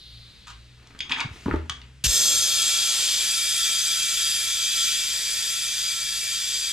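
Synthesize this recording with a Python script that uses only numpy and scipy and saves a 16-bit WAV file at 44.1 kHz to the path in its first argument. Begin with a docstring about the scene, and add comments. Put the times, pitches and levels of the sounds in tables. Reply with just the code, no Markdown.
"""Inflating a tyre on a garage floor

A thin hiss dies away, a shoe scuffs, the air chuck clicks and scrapes onto the valve, the wheel is bumped. Then
air rushes in and the bead thumps: turbulent noise at first escapes past the loose bead, then the bead seals and
the jet rings the hollow tyre. Contacts are short bursts that excite decaying modes, and rubs are uneven noise.
A distant motor hums on two wavering harmonics over faint coloured noise of the garage air."""
import sys
import numpy as np
from scipy import signal
from scipy.fft import rfft, irfft
from scipy.io import wavfile
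from scipy.ndimage import uniform_filter1d

SR = 44100
rng = np.random.default_rng(int(sys.argv[2]) if len(sys.argv) > 2 else 0)


def wav_record(signal):
    """Record a signal, one row per channel, as 16-bit PCM in the file named by sys.argv[1]."""
    frames = np.transpose(np.atleast_2d(signal))
    bounded = np.clip(frames, -1, 1)
    # unit amplitude maps onto the largest positive 16-bit level
    quanta = np.round(bounded * 32767).astype(np.int16)
    wavfile.write(sys.argv[1], SR, quanta)


N = 296352
# time of every sample [s]; frequency of every spectral bin [Hz], kept above zero for logarithms
T = np.arange(N) / SR
HZ = np.maximum(np.arange(N // 2 + 1) * SR / N, 1)

# Colours give relative spectral density: the noise made from them is scaled to rms 1.
# garage air: pitch_hz [Hz], density_db [dB per Hz]
AIR_COLOUR = [(25, -5), (55, -1.5), (150, -5.5), (300, -15.5), (900, -25), (2500, -16), (4500, -22.5),
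              (8000, -28.5), (15000, -53)]
AIR_DB = -55.5
# distant motor: time_s [s], pitch_hz [Hz], level_db [dB]
MOTOR = [(0, 59.7, -59), (.17, 58, -42.5), (.36, 59.7, -60), (.52, 56.8, -45), (.95, 62, -57),
         (1.8, 65, -46), (2.6, 65, -59), (3.5, 58, -60), (6.72, 54, -59)]

# thin hiss at the valve before the chuck is seated: pitch_hz [Hz], density_db [dB per Hz]
SEEP_COLOUR = [(600, -44), (1400, -41), (2100, -33), (3000, -7), (3900, 4), (4600, -2), (5600, -16),
               (8000, -32), (10000, -22), (15000, -38)]
SEEP_DB, SEEP_HOLD_S, SEEP_FADE_DB_PER_S = -49, 0.081, 22

# clothes rustling as the hands move: start_s [s], length_s [s], level_db [dB]
RUSTLES = [(.75, 0.66, -52.5), (1.445, 0.12, -42.5), (1.6, 0.28, -58)]
# colour of the rustle: pitch_hz [Hz], density_db [dB per Hz]
RUSTLE_COLOUR = [(30, 0), (150, -0.5), (350, -4), (600, -14.5), (1200, -10.5), (3000, -14), (14000, -43.5)]
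# the hose sliding over a sleeve: start_s [s], length_s [s], level_db [dB]
SLIDES = [(1.29, .165, -53)]
# colour of the slide: pitch_hz [Hz], density_db [dB per Hz]
SLIDE_COLOUR = [(500, -20), (2000, 5), (6000, 2), (9000, -8), (14000, -22)]
# a sole on concrete: start_s [s], length_s [s], level_db [dB]
SCUFFS = [(.467, 0.035, -44)]
# colour of the scuff: pitch_hz [Hz], density_db [dB per Hz]
SCUFF_COLOUR = [(400, -33), (700, -17), (900, -2), (1250, 5.5), (2000, -6), (3300, 1), (5000, -7),
                (7000, -6.5), (13000, -34)]
# the chuck scraping on the rim: start_s [s], length_s [s], level_db [dB]
SCRAPES = [(1.098, 0.026, -33.5), (1.16, 0.058, -36)]
# colour of the scrape: pitch_hz [Hz], density_db [dB per Hz]
SCRAPE_COLOUR = [(120, -42), (200, -19), (248, 13), (280, -1), (602, -17), (860, 7), (1540, 0), (1690, -1),
                 (3500, -7), (7380, -14), (14000, -42)]

# a contact lasts a fixed number of its own cycles
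CLICK_CYCLES, THUD_CYCLES, KNOCK_CYCLES = 7, 0.7, 2.2
# metal clicks of the chuck: start_s [s], level_db [dB], centre_hz [Hz],
# spread [band edge over centre], ring_db [dB relative to the click level]
CLICKS = [(.872, -36, 4060, 1.7, -30), (.990, -26.5, 4600, 1.76, -21), (1.005, -14, 3140, 1.68, -19),
          (1.095, -22, 2400, 2, -26), (1.115, -14, 2320, 1.44, -19.5), (1.120, -9, 2550, 1.65, -27),
          (1.1425, -20, 2650, 1.3, -29), (1.162, -21.5, 1880, 1.2, -18), (1.196, -14.5, 2760, 1.18, -31),
          (1.204, -13, 3380, 1.77, -37), (1.209, -12.5, 2170, 1.94, -40), (1.6965, -12, 3070, 2.14, -24.5),
          (1.816, -31, 2910, 1.75, -36)]
# modes of the chuck: pitch_hz [Hz], level_db [dB], t60_s [s]
CHUCK_MODES = [(2290, -12, 0.21), (2860, -4, 0.086), (2840, -7, 0.093), (3000, 0, 0.066), (3060, -18, 0.1),
               (3278, 0.5, 0.12), (3310, 12, 0.036), (3620, -2, 0.12), (4250, -15, 0.11), (4400, -25, 0.15),
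               (6500, -11, 0.18)]
# dull bumps on the wheel, the last two being the bead thumping as the air first rushes in: start_s [s],
# level_db [dB], thud_hz [Hz], knock_db [dB relative to the bump level], knock_hz [Hz], ring_db [dB relative to
# the bump level]
BUMPS = [(1.248, -19.5, 137, -32, 880, -36), (1.305, -30, 89, -30, 900, -38),
         (1.459, -15, 204, -9, 980, -18), (1.482, -13, 278, -12, 846, -27),
         (1.492, -22, 87.5, -23, 850, -23), (1.511, -17, 175, 2.5, 1370, -18),
         (1.525, -25, 39.8, -35, 900, -37), (1.539, -12.5, 300, -7, 880, -15),
         (1.696, -32, 116, 8, 1210, -23), (2.041, -22, 127, -30, 910, -36),
         (2.061, -16, 58.4, -33, 900, -36)]
# modes of the wheel: pitch_hz [Hz], level_db [dB], t60_s [s]
WHEEL_MODES = [(78.6, 5.5, 0.54), (167, -15, 0.28), (239, -15, 0.95), (318, 2, 0.17), (388.7, -9, 0.37),
               (970, -30, 0.088), (1080, -29, 0.11), (1450, -28, .12), (1782, -30, .12)]

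# first spurt of air: pitch_hz [Hz], density_db [dB per Hz]
SPURT_COLOUR = [(120, -45), (200, -15), (842, -26), (1620, -11.5), (1980, -16), (2650, -6), (6020, -3),
                (12000, -16), (15500, -28)]
VALVE_OPEN_S, SPURT_S, SPURT_DB = 2.038, 0.03, -19
# air escaping through the wide bead gap: pitch_hz [Hz], density_db [dB per Hz]
ESCAPE_COLOUR = [(150, -14), (500, -9.5), (800, -18), (1400, -12.5), (2200, -13), (3000, -7.5), (3400, 1.5),
                 (4600, -0.5), (6500, -2), (8500, -7), (10500, -17.5), (12500, -15.5), (15000, -27)]
# hiss of the pinched gap: pitch_hz [Hz], density_db [dB per Hz]
PINCHED_COLOUR = [(150, -31), (800, -15.5), (1300, -14), (2000, -11.5), (3300, 3.5), (4400, 4), (6000, -2),
                  (8000, -24), (15000, -60)]
# the jet heard through the tyre wall: pitch_hz [Hz], density_db [dB per Hz]
JET_COLOUR = [(150, -25.5), (800, -23), (1200, -19.5), (1400, -10.5), (2200, -8), (2500, -5.5), (3050, -5),
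              (3300, 2.5), (4400, -3.5), (5000, 0), (7500, 0), (9000, -8.5), (12000, -15.5), (15000, -24.5)]
# resonances of the gap at the bead: pitch_hz [Hz], width_hz [Hz], level_db [dB over the hiss]
GAP_MODES = [(1377, 10, 16), (1810, 31, 13.5), (2325, 22, 14), (2740, 36, 13), (3330, 63, 11),
             (3635, 10, 18), (4310, 22, 17.5), (5220, 390, 11.5), (6120, 180, 16), (6470, 400, 14),
             (7080, 65, 12), (7540, 110, 16.5)]
# strongest air modes of the tyre: pitch_hz [Hz], width_hz [Hz], level_db [dB over the hiss]
CAVITY_MODES = [(625, 63, 1), (1073, 9.2, 1.5), (1342.4, 21, 15.5), (1727, 38, 6), (1816, 16, 14.5),
                (1925, 25, 2), (2323, 15, 16.5), (2373, 24.4, 12), (2576, 9.4, 13), (2679, 7.8, 13.5),
                (3195, 41, 14.5), (3280, 77, 8.5), (3460, 12, 11), (3514, 29, 11), (3685, 16, 13),
                (3930, 14, 9), (4736, 63, 16), (4590, 23, 9.5), (4840, 20, 12), (4885, 11.6, 16.5),
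                (5060, 28, 10), (5779, 6.3, -1.5), (6273, 27, 15.5), (6810, 16, 11.5), (7520, 70, 10),
                (7700, 106, 10.5), (9140, 270, 5.5), (10500, 230, 6), (11870, 170, 7)]
# standing waves across the tyre's section: pitch_hz [Hz]
ACROSS_HZ = [0, 1336, 2334]
ROUND_HZ = 213  # lowest wave round the ring
# air flow: it builds up, surges, then sags as the tyre fills; the treble share follows the level
FLOW_DB, SAG_DB_PER_S = -23, 1.03
BUILD_DB, BUILD_S, SURGE_DB, SURGE_S = 11, 0.058, 8.5, 0.16
TREBLE_DB, TREBLE_DB_PER_DB = -4, 0.55
# the bead: when its gap narrows and when it seals, with the time scale of each step
NARROW_S, NARROWING_S, SEAL_S, SEALING_S = 2.48, 0.16, 3.23, 0.16
# shares of the power: the wide gap at first, while narrowed and once sealed; the pinched gap
WIDE_SHARE, NARROWED_SHARE, SEALED_SHARE, PINCHED_SHARE = 0.86, 0.21, 0.056, 0.3

# stereo width: pitch_hz [Hz], level_db [dB, side minus mid]
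WIDTH = [(60, -8.5), (300, -9), (700, -10.5), (3000, -8.5), (6500, -16.5), (7300, -22), (8200, -6),
         (9000, -25), (15000, -7)]
# stereo balance: pitch_hz [Hz], level_db [dB, left minus right]
BALANCE = [(100, .5), (1200, 0.5), (2500, 2.5), (5000, 0.9), (7900, 0.7), (8500, -5.5), (15000, -6.5)]
TOP_HZ = 15200


def amp(db):
    """Level law: an amplitude gain is ten to the power of decibels over twenty."""
    return 10 ** (np.asarray(db) / 20)


def unit(x):
    """Normalisation: division by the root mean square gives rms 1."""
    return x / np.sqrt(np.mean(x ** 2))


def curves(rows):
    """Linear interpolation: the columns of a time table at every sample."""
    s, *columns = np.transpose(rows)
    return [np.interp(T, s, column) for column in columns]


def colour(points):
    """Spectral envelope: decibels interpolated over log frequency, as gain in every bin."""
    hz, db = np.transpose(points)
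    return amp(np.interp(np.log(HZ), np.log(hz), db))


def shape(x, gain):
    """Linear filtering: the spectrum is multiplied by a gain at every frequency."""
    return irfft(rfft(x) * gain, N)


def noise(gain):
    """Coloured noise: white Gaussian noise filtered by a gain and scaled to rms 1."""
    return unit(shape(rng.standard_normal(N), gain))


def walk(rate_hz):
    """Slow random modulation: low-passed noise of spread 1."""
    return noise(1 / (1 + (HZ / rate_hz) ** 4))


def ports(mid, other):
    """Mid-side stereo: two ports share one sound and take a diffuse sound in opposite sign."""
    side = shape(other, colour(WIDTH))
    return np.array([mid + side, mid - side])


def garage_air():
    """Diffuse background: faint coloured noise with a slowly wandering level."""
    level = amp(AIR_DB + walk(0.6))
    return level * ports(noise(colour(AIR_COLOUR)), noise(colour(AIR_COLOUR)))


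def motor(second_db=-3, waver_db=2.0):
    """Periodic source: a far motor hums on its turning rate and the octave above."""
    hz, db = curves(MOTOR)
    wavering_hz = hz * (1 + 0.021 * walk(7.6))
    phase = 2 * np.pi * np.cumsum(wavering_hz) / SR
    first = np.sin(phase) * amp(waver_db * walk(5.5))
    second = np.sin(2 * phase) * amp(second_db + waver_db * walk(2.3))
    return amp(db) * (first + second)


def garage(x, t60=0.28, dull_hz=3800, thin_hz=400):
    """Reverberation: convolution with a decaying diffuse tail, duller and thinner than the direct sound."""
    dulling = 1 + (HZ / dull_hz) ** 2
    thinning = 1 + (thin_hz / HZ) ** 4
    tail = noise(1 / np.sqrt(dulling * thinning)) * amp(-60 * T / t60) * (T > 0.003)
    return signal.fftconvolve(x, tail[:SR] / np.sqrt(np.sum(tail ** 2)))[:N]


def seep():
    """Turbulent leak: a thin hiss holds briefly and fades exponentially."""
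    fade_db = SEEP_FADE_DB_PER_S * np.maximum(T - SEEP_HOLD_S, 0)
    return noise(colour(SEEP_COLOUR)) * amp(SEEP_DB - fade_db)


def friction(strokes, points, rise_share, t60, grain_db):
    """Stick-slip friction: dense uneven slips make a gritty rub that rises, holds and dies away."""
    level = 0
    for s, length, db in strokes:
        decay_db = 60 * np.maximum(T - s - length, 0) / t60
        rise = np.clip((T - s) / (rise_share * length), 0, 1)
        level = level + amp(db - decay_db) * rise
    return unit(noise(colour(points)) * amp(grain_db * walk(160))) * level


def rubs():
    """Sliding contacts: rustling clothes, the hose on a sleeve, a sole and the chuck on the rim."""
    rustle = friction(RUSTLES, RUSTLE_COLOUR, rise_share=0.17, t60=0.22, grain_db=4.0)
    slide = friction(SLIDES, SLIDE_COLOUR, rise_share=0.33, t60=0.15, grain_db=1.0)
    scuff = friction(SCUFFS, SCUFF_COLOUR, rise_share=0.09, t60=0.14, grain_db=2)
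    scrape = friction(SCRAPES, SCRAPE_COLOUR, rise_share=0.28, t60=0.12, grain_db=3.5)
    return rustle + slide + scuff + scrape


def blows(rows, modes, cycles, push_db, grit_db, attack_s=0.00045, order=3):
    """Impact excitation: a contact makes a short push and a burst of grit, and the struck part rings on."""
    out, t = np.zeros(N + SR), T[:SR]
    attack = 1 - np.exp(-t / attack_s)
    for s, db, hz, spread, ring_db in rows:
        length, spread = cycles / hz, max(spread, 1.1)
        edges = [hz / spread, min(hz * spread, SR / 2 - 1)]
        band = signal.butter(order, edges, "band", fs=SR, output="sos")
        grit = signal.sosfilt(band, rng.standard_normal(SR) * np.exp(-t / length))
        grit /= np.sqrt(np.sum(grit ** 2) / (length * SR))
        push = np.sin(2 * np.pi * hz * t) * t / length * np.exp(1 - t / length)
        # each mode is struck a little differently: 1 dB of chance
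        ring = sum(amp(mode_db + rng.normal(0, 1)) * np.sin(2 * np.pi * mode_hz * t) * amp(-60 * t / t60)
                   for mode_hz, mode_db, t60 in modes)
        contact = amp(push_db) * push + amp(grit_db) * grit + amp(ring_db) * ring
        out[int(s * SR):][:SR] += amp(db) * attack * contact
    return out[:N]


def clicks():
    """Modal impact: short metal contacts ring the air chuck."""
    return blows(CLICKS, CHUCK_MODES, CLICK_CYCLES, push_db=-17, grit_db=-8.5)


def bumps(thud_spread=1.53, knock_spread=1.45):
    """Modal impact: a soft thud rings the wheel, joined by a short hard knock."""
    thuds = [(s, db, hz, thud_spread, ring_db) for s, db, hz, _, _, ring_db in BUMPS]
    knocks = [(s, db + knock_db, hz, knock_spread, 0) for s, db, _, knock_db, hz, _ in BUMPS]
    soft = blows(thuds, WHEEL_MODES, THUD_CYCLES, push_db=-6.5, grit_db=-9)
    hard = blows(knocks, [], KNOCK_CYCLES, push_db=-7.5, grit_db=-8)
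    return soft + hard


def resonances(modes):
    """Resonance: the power of peaks adds to a flat bed, giving one gain curve."""
    peaks = sum(amp(db) ** 2 / (1 + (2 * (HZ - hz) / width) ** 2) ** 2.42 for hz, width, db in modes)
    return np.sqrt(1 + peaks)


def ring_modes(width_hz=22, depth=3.4, count=10):
    """Cavity modes: each wave across the tyre carries a ladder of waves that run round it."""
    hz = np.hypot(np.array(ACROSS_HZ)[:, None], ROUND_HZ * np.arange(1, count)).ravel()
    grid = np.arange(0, SR / 2, 2)
    ladder = np.sum(1 / (1 + (2 * (grid[:, None] - hz) / width_hz) ** 2), axis=1)
    power = 1 + depth ** 2 * ladder
    # dividing by the local mean over 400 Hz leaves the broad colour as it was
    return np.interp(HZ, grid, np.sqrt(power / uniform_filter1d(power, size=200)))


def random_ripple(memory_s):
    """Modal overlap: the spectrum of a decaying noise burst is an irregular ripple, rms 1."""
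    return unit(rfft(rng.standard_normal(N) * np.exp(-T / memory_s)).real)


def crowded_modes(ripple_db=4.5, from_hz=8200):
    """Modal density: in the top octave the modes crowd together into an irregular fine ripple."""
    return amp(ripple_db * random_ripple(0.02) / (1 + (from_hz / HZ) ** 10))


def step_down(at_s, takes_s):
    """Smooth transition: a hyperbolic tangent falls from 1 to 0."""
    return 0.5 - 0.5 * np.tanh((T - at_s) / takes_s)


def flow():
    """Filling a vessel: the level in dB builds, surges and relaxes, then sags as tyre pressure rises."""
    age = np.maximum(T - VALVE_OPEN_S - SPURT_S, 0)
    build_db = -BUILD_DB * np.exp(-age / BUILD_S)
    surge_db = SURGE_DB * np.exp(-age / SURGE_S)
    return FLOW_DB + build_db + surge_db - SAG_DB_PER_S * age


def bead():
    """Power division: shares through the wide and the pinched gap, as the bead narrows and then seals."""
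    loose = step_down(NARROW_S, NARROWING_S)
    unsealed = step_down(SEAL_S, SEALING_S)
    wide = SEALED_SHARE + (NARROWED_SHARE - SEALED_SHARE) * unsealed
    wide = wide + (WIDE_SHARE - NARROWED_SHARE) * loose
    pinched = PINCHED_SHARE * (1 - loose) * unsealed
    return np.clip([wide, pinched], 0, 1)


def shifting(pair, depth=0.099, rate_hz=1, memory_s=0.0077, count=3):
    """Slow modal change: as hand and jet move a little, neighbouring resonances trade strength."""
    out = pair
    for _ in range(count):
        ripple = random_ripple(memory_s)
        out = out + depth * walk(rate_hz) * shape(pair, ripple)
    return out / np.sqrt(1 + count * depth ** 2)


def inflation(flutter_db=0.1, swell_db=0.43, split_hz=7000):
    """Turbulent jet noise: air sounds the bead gap, then the pinched gap, and rings the hollow tyre."""
    flow_db = flow()
    treble_db = TREBLE_DB + TREBLE_DB_PER_DB * (flow_db - FLOW_DB)
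    wide, pinched = bead()
    sealed = np.clip(1 - wide - pinched, 0, 1)
    treble, ripple = 1 / (1 + (split_hz / HZ) ** 20), crowded_modes()
    paths = [(wide, colour(ESCAPE_COLOUR) * resonances(GAP_MODES)),
             (pinched, colour(PINCHED_COLOUR)),
             (sealed, colour(JET_COLOUR) * resonances(CAVITY_MODES) * ring_modes())]
    opened = np.clip((T - VALVE_OPEN_S) / 0.0033, 0, 1) ** 2
    # the pressure stored in the hose leaves in one spurt before the steady flow builds
    steady = np.clip((T - VALVE_OPEN_S - SPURT_S) / 0.0073, 0, 1)
    pair = []
    for _ in range(2):  # the shared and the diffuse sound
        hiss = 0
        for share, gain in paths:
            low = noise(gain * (1 - treble))
            high = amp(treble_db) * noise(gain * treble * ripple)
            hiss = hiss + np.sqrt(share) * (low + high)
        spurt = amp(SPURT_DB) * noise(colour(SPURT_COLOUR))
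        pair.append(steady * amp(flow_db) * hiss + (1 - steady) * spurt)
    unsteadiness = amp(flutter_db * walk(23) + swell_db * walk(3.3))
    return shifting(ports(*pair)) * opened * unsteadiness


def scene(room_db=-8, diffuse_db=-2):
    """Superposition: background, reverberant handling sounds and bead thumps, and the inrushing air add
    linearly."""
    background = garage_air() + motor()
    handling = seep() + rubs() + clicks() + bumps()
    near = ports(handling + amp(room_db) * garage(handling), amp(diffuse_db) * garage(handling))
    return background + near + inflation()


def record(dry, lag_s=0.000032, lag_top_hz=6800):
    """Interaural-style cues: the right port leads and is brighter at the top; the highest treble is cut."""
    # half the lag and half the balance go to each port, in opposite sense
    late = np.exp(-1j * np.pi * HZ * lag_s / (1 + (HZ / lag_top_hz) ** 20))
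    tilt = np.sqrt(colour(BALANCE)) * late
    heard = np.array([shape(dry[0], tilt), shape(dry[1], 1 / tilt)])
    low_pass = signal.ellip(10, 0.2, 80, TOP_HZ, fs=SR, output="sos")
    return signal.sosfilt(low_pass, heard)


dry = scene()
out = record(dry)
wav_record(out)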